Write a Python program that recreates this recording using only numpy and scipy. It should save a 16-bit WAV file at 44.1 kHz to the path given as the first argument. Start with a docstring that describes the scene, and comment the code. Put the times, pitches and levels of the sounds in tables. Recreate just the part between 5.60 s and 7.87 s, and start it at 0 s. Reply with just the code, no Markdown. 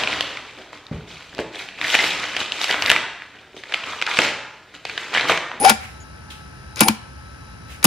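"""A storeroom, right under an electric chain hoist that is switched on briefly three times.
Its switch ticks and its brake clacks, the gears grind and make the metal housing ring,
and the motor's electronics whine near 10 kHz. In between there is ventilation rumble,
thin electrical tones, a few chain rubs and far knocks, and one short squeak."""
import sys
import numpy as np
from scipy import signal
from scipy.fft import rfft, irfft, next_fast_len
from scipy.io import wavfile
from scipy.ndimage import uniform_filter1d

SR = 44100
rng = np.random.default_rng(int(sys.argv[2]) if len(sys.argv) > 2 else 0)


def generate_wav(sig):
    """Save sig (samples, or channels by samples) to the path in sys.argv[1] as 16-bit PCM at SR."""
    pcm = np.round(np.clip(np.atleast_2d(sig).T, -1, 1) * 32767).astype(np.int16)
    wavfile.write(sys.argv[1], SR, pcm)


N = 100018
TIME = np.arange(N) / SR


def amp(db):
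    return 10 ** (np.asarray(db, float) / 20)


def unit_rms(x):
    return x / np.sqrt(np.mean(x ** 2) + 1e-20)


def look_up(curve, hz):
    f, value = np.transpose(curve)
    return np.interp(np.log(hz + 1), np.log(f + 1), value)


def add(mix, start_s, sound):
    part = mix[round(start_s * SR):][:len(sound)]
    part += sound[:len(part)]


def filtered(x, gain):
    """Turn each frequency up or down by gain(hz)."""
    size = next_fast_len(N + 4096)
    return irfft(rfft(x, size) * gain(np.fft.rfftfreq(size, 1 / SR)), size)[..., :N]


def shaped(x, spectrum):
    return filtered(x, lambda hz: amp(look_up(spectrum, hz)))


def resonate(x, hz, width):
    """Keep the sound near one pitch, which may move."""
    turn = np.exp(2j * np.pi * np.cumsum(hz * np.ones(len(x))) / SR)
    keep = np.exp(-np.pi * width / SR)
    return 2 * (turn * signal.lfilter([1 - keep], [1, -keep], x / turn)).real


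def band(x, hz, width):
    return resonate(resonate(x, hz, width), hz, width)


def strike(hits, modes, rise_s=1e-4):
    """Each hit starts fading notes; low ones build up more slowly (rise_s holds at 200 Hz)."""
    t = np.arange(SR // 2) / SR
    ring = 0
    for hz, db, fade_s in modes:
        rise = (1 - np.exp(-t / (rise_s * (200 / hz) ** 2))) ** 2
        ring += rise * amp(db - 60 * t / fade_s) * np.sin(2 * np.pi * hz * t)
    return signal.oaconvolve(hits, ring)[:N]


def stereo(shared, right_only, lead, balance, likeness=((20, 1), (20000, 1))):
    """Left and right differ in level and timing; right_only fills in where likeness is below 1."""
    alike = lambda hz: np.clip(look_up(likeness, hz), 0, 1)
    tilt = lambda hz: amp(look_up(balance, hz) / 2) * np.exp(.5j * look_up(lead, hz))
    right = filtered(shared, lambda hz: alike(hz) / tilt(hz))
    right += filtered(right_only, lambda hz: np.sqrt(1 - alike(hz) ** 2) / tilt(hz))
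    return np.array([filtered(shared, tilt), right])


def follow(runs, column):
    """Trace a table column through time; between motor runs it is -120 (silence)."""
    out = np.full(N, -120.)
    for rows in map(np.array, runs):
        inside = (TIME >= rows[0, 0]) & (TIME <= rows[-1, 0] + .002)
        out[inside] = np.interp(TIME[inside], rows[:, 0], rows[:, column])
    return out


# Rumble of moving air: f/Hz, relative level/dB
AIR_SPECTRUM = [(20, -60), (52, -6), (70, 1), (207, -13.5), (452, -19.5), (767, -24), (1340, -24.5),
                (1750, -20), (1900, -25.5), (2700, -29), (3500, -37.5), (4400, -37), (5000, -31.5),
                (5500, -35), (5900, -34.5), (6250, -38.5), (8410, -45.5), (9930, -44), (11700, -71),
                (13500, -33.5), (15500, -65)]
# Electrical tone and its overtones: multiple of the pitch, level/dB, depth of slow swell
ELECTRIC_TONES = [(1, -53, .1), (3, -68, .45), (4, -73, .4)]
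# Fuzzy fan tones: f/Hz, width/Hz, level/dB
FAN_TONES = [(71.2, 7.4, -48), (114, 43, -48.5), (857, 16, -58), (1499, 33, -63), (1569, 38, -58.5)]
# How far the left side is ahead: f/Hz, phase/rad
AIR_LEFT_LEAD = [(20, 0.5), (260, -1), (1640, -8), (15200, -19.5)]
# How much louder the left side is: f/Hz, level/dB
AIR_LEFT_LOUDER = [(60, 1.5), (240, -1), (950, 0), (3770, 8), (15000, 0.5)]
# How alike the two sides are: f/Hz, likeness (1 = same)
AIR_LIKENESS = [(180, 0.96), (550, 0.033), (1650, 0.68), (4970, 0.11)]

def ventilation(rumble_db=-41.5, tone_hz=1311.3):
    """Air rumbles, fans add fuzzy notes and a thin electrical tone slowly swells and sinks."""
    rumbles = [amp(rumble_db) * unit_rms(shaped(z, AIR_SPECTRUM)) for z in rng.standard_normal((2, N))]
    swell = unit_rms(resonate(rng.standard_normal(N), hz=2.6, width=1.6))
    tones = sum(np.sqrt(2) * amp(db) * (1 + depth * swell) * np.sin(2 * np.pi * k * tone_hz * TIME)
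                for k, db, depth in ELECTRIC_TONES)
    fans = sum(amp(db) * unit_rms(resonate(rng.standard_normal(N), hz, width))
               for hz, width, db in FAN_TONES)
    return (stereo(*rumbles, AIR_LEFT_LEAD, AIR_LEFT_LOUDER, AIR_LIKENESS)
            + stereo(tones + fans, np.zeros(N), AIR_LEFT_LEAD, AIR_LEFT_LOUDER))


# Rubs and knocks: t/s, level/dB, rise/s, time to fade 60 dB/s, f/Hz, width/Hz, relative hiss/dB
FAR_NOISES = [(.17, -39, 0.07, 0.44, 1980, 1660, -3), (0.7, -43.5, 0.0048, 0.43, 2900, 2200, 0.5),
              (2.069, -46.5, 0.05, 0.43, 2370, 1920, 2.5)]
# One squeak: t/s, length/s, f/Hz, width/Hz, level/dB
FAR_SQUEAK = (.401, .038, 6800, 500, -51)

def far_noises():
    """Chain rubs and far knocks, heard mostly as their echo, and one short squeak."""
    t, out = np.arange(SR // 2) / SR, np.zeros((2, N))
    for start, db, rise, fade, hz, width, hiss_db in FAR_NOISES:
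        envelope = np.minimum(t / rise, 1) * amp(db - 60 * np.maximum(t - rise, 0) / fade)
        for side in out:
            grains = rng.standard_normal(len(t))
            grains *= 1 + rng.random(len(t) // 128 + 1).repeat(128)[:len(t)]
            noise = unit_rms(band(grains, hz, width)) + amp(hiss_db) * unit_rms(grains)
            add(side, start, envelope * noise)
    start, length, hz, width, db = FAR_SQUEAK
    squeak = amp(db) * unit_rms(band(rng.standard_normal(len(t)), hz, width))
    for side in out:
        add(side, start, squeak * np.clip(np.minimum(t, length - t) / .003, 0, 1))
    return out


# How long the room rings: f/Hz, time to fade 60 dB/s
ECHO_FADE = [(200, 0.23), (1000, 0.44), (4000, 0.46), (12000, 0.2)]

def room_echo(sound, level_db=-16.5):
    """Each ear gets its own echo, in which each frequency dies away at its own speed."""
    hz, t, noise = signal.stft(rng.standard_normal((2, SR // 2)), SR, nperseg=256)
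    tail = signal.istft(noise * amp(-60 * t / look_up(ECHO_FADE, hz)[:, None]), SR, nperseg=256)[1]
    tail /= np.linalg.norm(tail[0])
    return amp(level_db) * signal.fftconvolve(sound[None], tail, axes=1)[:, :N]


# Tone pairs around the switching pitch, nearest first: relative level/dB below it, above it
WHINE_PAIRS = [(-3, -4), (0, -7), (-11, -10), (0, -10), (-3, -8), (-11, -11), (-12, -16), (-20, -19),
               (-21, -15)]
# When the motor pulls: on t/s, off t/s, fade/s, level/dB
MOTOR_RUNS = [(-.01, .048, .03, -22.5), (1.204, 1.278, .006, -25), (2.243, 2.3, .01, -24)]

def motor_whine(switch_hz=9972, mains_hz=59.8, idle_db=-62.5, hiss_width_hz=1250):
    """The motor's power switches very fast: a faint buzzing whine at rest, a pulsing hiss under load."""
    sweep, sweep_start = .055, .22  # shares of a mains cycle; the tones line up into a repeating sweep
    tones = 0
    for k, (below_db, above_db) in enumerate(WHINE_PAIRS, start=1):
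        for side, db in ((-1.1, below_db), (1, above_db)):
            hz = switch_hz + side * k * mains_hz
            phase = np.pi * (sweep * k ** 2 + 2 * sweep_start * side * k)
            tones += amp(db) * np.cos(2 * np.pi * hz * TIME + phase)
    tones = unit_rms(tones)
    hiss = unit_rms(band(rng.standard_normal(N), 10700, 2 * hiss_width_hz))
    puffs = np.exp(2 * np.cos(2 * np.pi * (mains_hz * TIME - .8)))  # one per mains cycle
    buzz = unit_rms(puffs * band(hiss, switch_hz, hiss_width_hz))
    pulling = unit_rms(hiss * (1 + .33 * np.cos(4 * np.pi * mains_hz * TIME)) + 1.1 * tones)
    power = sum(amp(db) * np.clip((TIME - on) / .0041, 0, 1) * np.exp(-np.maximum(TIME - off, 0) / fade)
                for on, off, fade, db in MOTOR_RUNS)
    return amp(idle_db) * (tones + amp(-12) * buzz) + power * pulling


# Gear teeth meeting in the first two runs: t/s, f/Hz (teeth per second), relative level/dB
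TOOTH_RUNS = [
    [(0, 185.7, -34), (.02, 268.9, -21.5), (.035, 420.4, -18), (.047, 593.2, -5), (.058, 748.3, -4.5),
     (.066, 794.3, -4), (.085, 817, -18), (.098, 843, -23.5), (.118, 254.7, -18.5)],
    [(1.21, 143.3, -18), (1.24, 262.5, -30), (1.262, 330.7, -22.5), (1.275, 422, -20.5),
     (1.285, 392.3, -39), (1.31, 188, -26.5)],
]

def gear_teeth(housing_hz=785, width_hz=80, roughness=.64):
    """The teeth make a gliding note that sings out where it or an overtone meets the housing's pitch."""
    wobble = unit_rms(uniform_filter1d(uniform_filter1d(rng.standard_normal(N), 120), 120))
    tooth_hz = np.maximum(follow(TOOTH_RUNS, column=1), 0)
    phase = 2 * np.pi * np.cumsum(tooth_hz) / SR + roughness * wobble
    note = sum(amp(db) * np.sin(k * phase) for k, db in enumerate([-1.5, -4, 1, -36], start=1))
    note *= amp(follow(TOOTH_RUNS, column=2))
    low_hum = filtered(note, lambda hz: 1 / (1 + (hz / 633) ** 4))
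    singing = resonate(resonate(note, housing_hz, 4 * width_hz), housing_hz, width_hz)
    return low_hum + amp(8.5) * singing


# Tone colour of the grinding: f/Hz, relative level/dB
GRIND_SPECTRUM = [(100, -19), (218, 9), (614, 8), (791, -31), (1520, 6.5), (2320, 10), (3250, 0),
                  (8410, -4), (10200, 0.5), (15500, -13)]
# Grit and chain rattle in each run: t/s, relative level/dB
GRIND_RUNS = [
    [(0, -36.5), (.02, -36), (.045, -23), (.06, -17), (.09, -16), (.105, -14), (.125, -26), (.155, -40.5),
     (.2, -45)],
    [(1.158, -67), (1.17, -32.5), (1.2, -34), (1.208, -15), (1.24, -27.5), (1.265, -40), (1.285, -22.5),
     (1.33, -42.5), (1.4, -68)],
    [(2.228, -31), (2.24, -33.5), (2.245, -8), (2.267, -28.5)],
]
# Notes of the housing, also struck by the brake: f/Hz, relative level/dB, time to fade 60 dB/s
HOUSING_NOTES = [(780, -9, 0.036), (796, -29, 0.49), (903.5, -6, 0.1), (1048.5, -5, 0.075),
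                 (1208, -18.5, 0.089), (1404, -5.5, 0.055), (1745, -3.5, 0.078), (2338, -12, 0.1),
                 (2416, -14, 0.095), (5010, -12, 0.044)]

def gear_grind(grains_per_s=1500, detune=.012, detune_step_s=.015):
    """Tiny gritty hits shake the housing, whose notes waver as the load swings."""
    sizes = amp(-.5 * np.minimum(rng.exponential(1, N), 4))
    grit = sizes * (rng.random(N) < grains_per_s / SR) * rng.choice([-1, 1], N)
    scrape = unit_rms(shaped(grit, GRIND_SPECTRUM))
    ring = 0
    for hz, db, fade_s in HOUSING_NOTES[2:]:
        wander = np.interp(TIME / detune_step_s, np.arange(1000), rng.standard_normal(1000))
        ring += amp(db) * resonate(grit, hz * (1 + detune * wander), 4 / fade_s)
    return amp(follow(GRIND_RUNS, column=1) + 1) * unit_rms(scrape + .68 * unit_rms(ring))


# Ticks of the power switch: t/s, level/dB, f/Hz
SWITCH_TICKS = [(1.1592, -30, 5502), (1.171, -34, 2392), (1.1934, -23, 4495), (2.2285, -28.5, 4268)]

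def switch_ticks(noise, fall_s=.0008):
    """The switch contacts close with thin, dry ticks, each a tiny puff of noise."""
    t, out = np.arange(2000) / SR, np.zeros(N)
    envelope = np.e * t / fall_s * np.exp(-t / fall_s)
    for start, db, hz in SWITCH_TICKS:
        puff = noise[round(start * SR) - len(t):][:len(t)]
        body = unit_rms(resonate(puff, hz, width=2600))
        treble = unit_rms(np.diff(puff, prepend=0))
        add(out, start, amp(db) * envelope * (body + amp(-3) * treble))
    return out


# Clacks, with relative levels: t/s, crack/dB, thump/dB, housing ring/dB, rattle length/s, snap/dB
BRAKE_CLACKS = [(0.0471, -15, -49, -20.5, 0.0074, -21), (0.0949, -8, -16.5, -11, 0.00635, -8),
                (1.206, -6.5, -8, -26, 0.00433, 2.5), (1.2135, -12.5, -17, -8, 0.0033, -28),
                (1.2318, -20.5, -33, -19, 0.0057, -32), (1.283, -9, -13, -49, 0.00375, -9),
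                (2.2424, -9.5, -3.5, -34, 0.00446, 7), (2.2506, -7, -2.5, -34, 0.003, 2.5),
                (2.2655, -20, -13, -30, 0.0061, -5)]
# Tone colour of the crack: f/Hz, relative level/dB
CRACK_SPECTRUM = [(120, -40), (300, -30), (600, -51), (950, 7), (1900, -19), (2600, 3), (5050, -8),
                  (7500, -4.5), (15500, -5.5)]
# Low notes of the frame and chain bag: f/Hz, relative level/dB, time to fade 60 dB/s
FRAME_NOTES = [(219, 8.5, 0.12), (179.3, -2.5, 0.099), (310.3, 3, 0.05), (123, 1.5, 0.078)]

def brake_clacks(noise, rise_s=.0011, fall_s=.0018, thump_lag_s=.0015, snap_hz=7580):
    """The brake hits with a short, bright rattle that rings the housing; a low thump follows."""
    t = np.arange(2000) / SR
    rattles, snaps, blows, thumps = np.zeros((4, N))
    for start, crack_db, thump_db, ring_db, length, snap_db in BRAKE_CLACKS:
        envelope = np.minimum(t / rise_s, 1) ** 2 * np.exp(-np.maximum(t - length, 0) / fall_s)
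        add(rattles, start - rise_s / 2, amp(crack_db) * envelope)
        add(snaps, start - rise_s / 2, amp(snap_db) * envelope ** 2)
        add(blows, start, amp([ring_db]))
        add(thumps, start + length + thump_lag_s, amp([thump_db]))
    crack = rattles * unit_rms(shaped(noise, CRACK_SPECTRUM))
    snap = snaps * unit_rms(filtered(noise, lambda hz: 1 / (1 + (snap_hz / (hz + 1)) ** 8)))
    hollow = sum(amp(db + 15) * resonate(noise * rattles, hz, width=125) for hz, db, _ in HOUSING_NOTES)
    ring = strike(blows, HOUSING_NOTES)
    thump = strike(thumps, FRAME_NOTES, rise_s=.0048)
    return crack + snap + hollow + ring + thump


# How far the hoist's left side is ahead: f/Hz, phase/rad
HOIST_LEFT_LEAD = [(20, 0), (300, .15), (780, .9), (1380, -.9), (2500, -6), (6100, -5.7), (11000, -14.1),
                   (15200, -21.4)]
# How much louder its left side is: f/Hz, level/dB
HOIST_LEFT_LOUDER = [(180, 1.5), (550, 3), (1650, 7), (4970, 9), (15000, -5.5)]
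# How alike its two sides are: f/Hz, likeness (1 = same)
HOIST_LIKENESS = [(300, 1), (1000, .75), (3000, .75), (8000, .97)]

def scene():
    """The hoist close overhead, its echo and the background, in stereo."""
    noise = rng.standard_normal(N)
    hoist = brake_clacks(noise) + switch_ticks(noise) + gear_grind() + gear_teeth() + motor_whine()
    far_side = np.pad(hoist, (150, 0))[:N]  # sound from the back of the housing arrives later
    direct = stereo(hoist, far_side, HOIST_LEFT_LEAD, HOIST_LEFT_LOUDER, HOIST_LIKENESS)
    return direct + room_echo(hoist) + ventilation() + far_noises()


# Tone colour of the microphone: f/Hz, level/dB
MIC_COLOUR = [(20, -2), (3600, 2.5), (5100, 4), (7000, 2.5), (8350, -2), (9200, 0), (10800, 1),
              (12100, -11), (13800, -6.5), (16000, -7.5)]

def record(dry, loud_db=-26, recover_db_per_s=113, ceiling=.95, top_hz=15660):
    """The microphone colours the sound, turns down after loud hits, rounds peaks and cuts the top."""
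    x = shaped(dry, MIC_COLOUR)
    power_db = 10 * np.log10(abs(uniform_filter1d((x ** 2).mean(0), 400)) + 1e-12)
    recovery = TIME * recover_db_per_s
    held_db = np.maximum.accumulate(power_db + recovery) - recovery
    excess_db = np.maximum(held_db - loud_db, 0)
    x = x / amp(.12 * uniform_filter1d(excess_db, 200))
    x = x / (1 + abs(x / ceiling) ** 8) ** (1 / 8)
    lowpass = signal.firwin(511, top_hz, window=("kaiser", 9), fs=SR)
    return signal.oaconvolve(x, lowpass[None], "same")


dry = scene()
out = record(dry)
generate_wav(out)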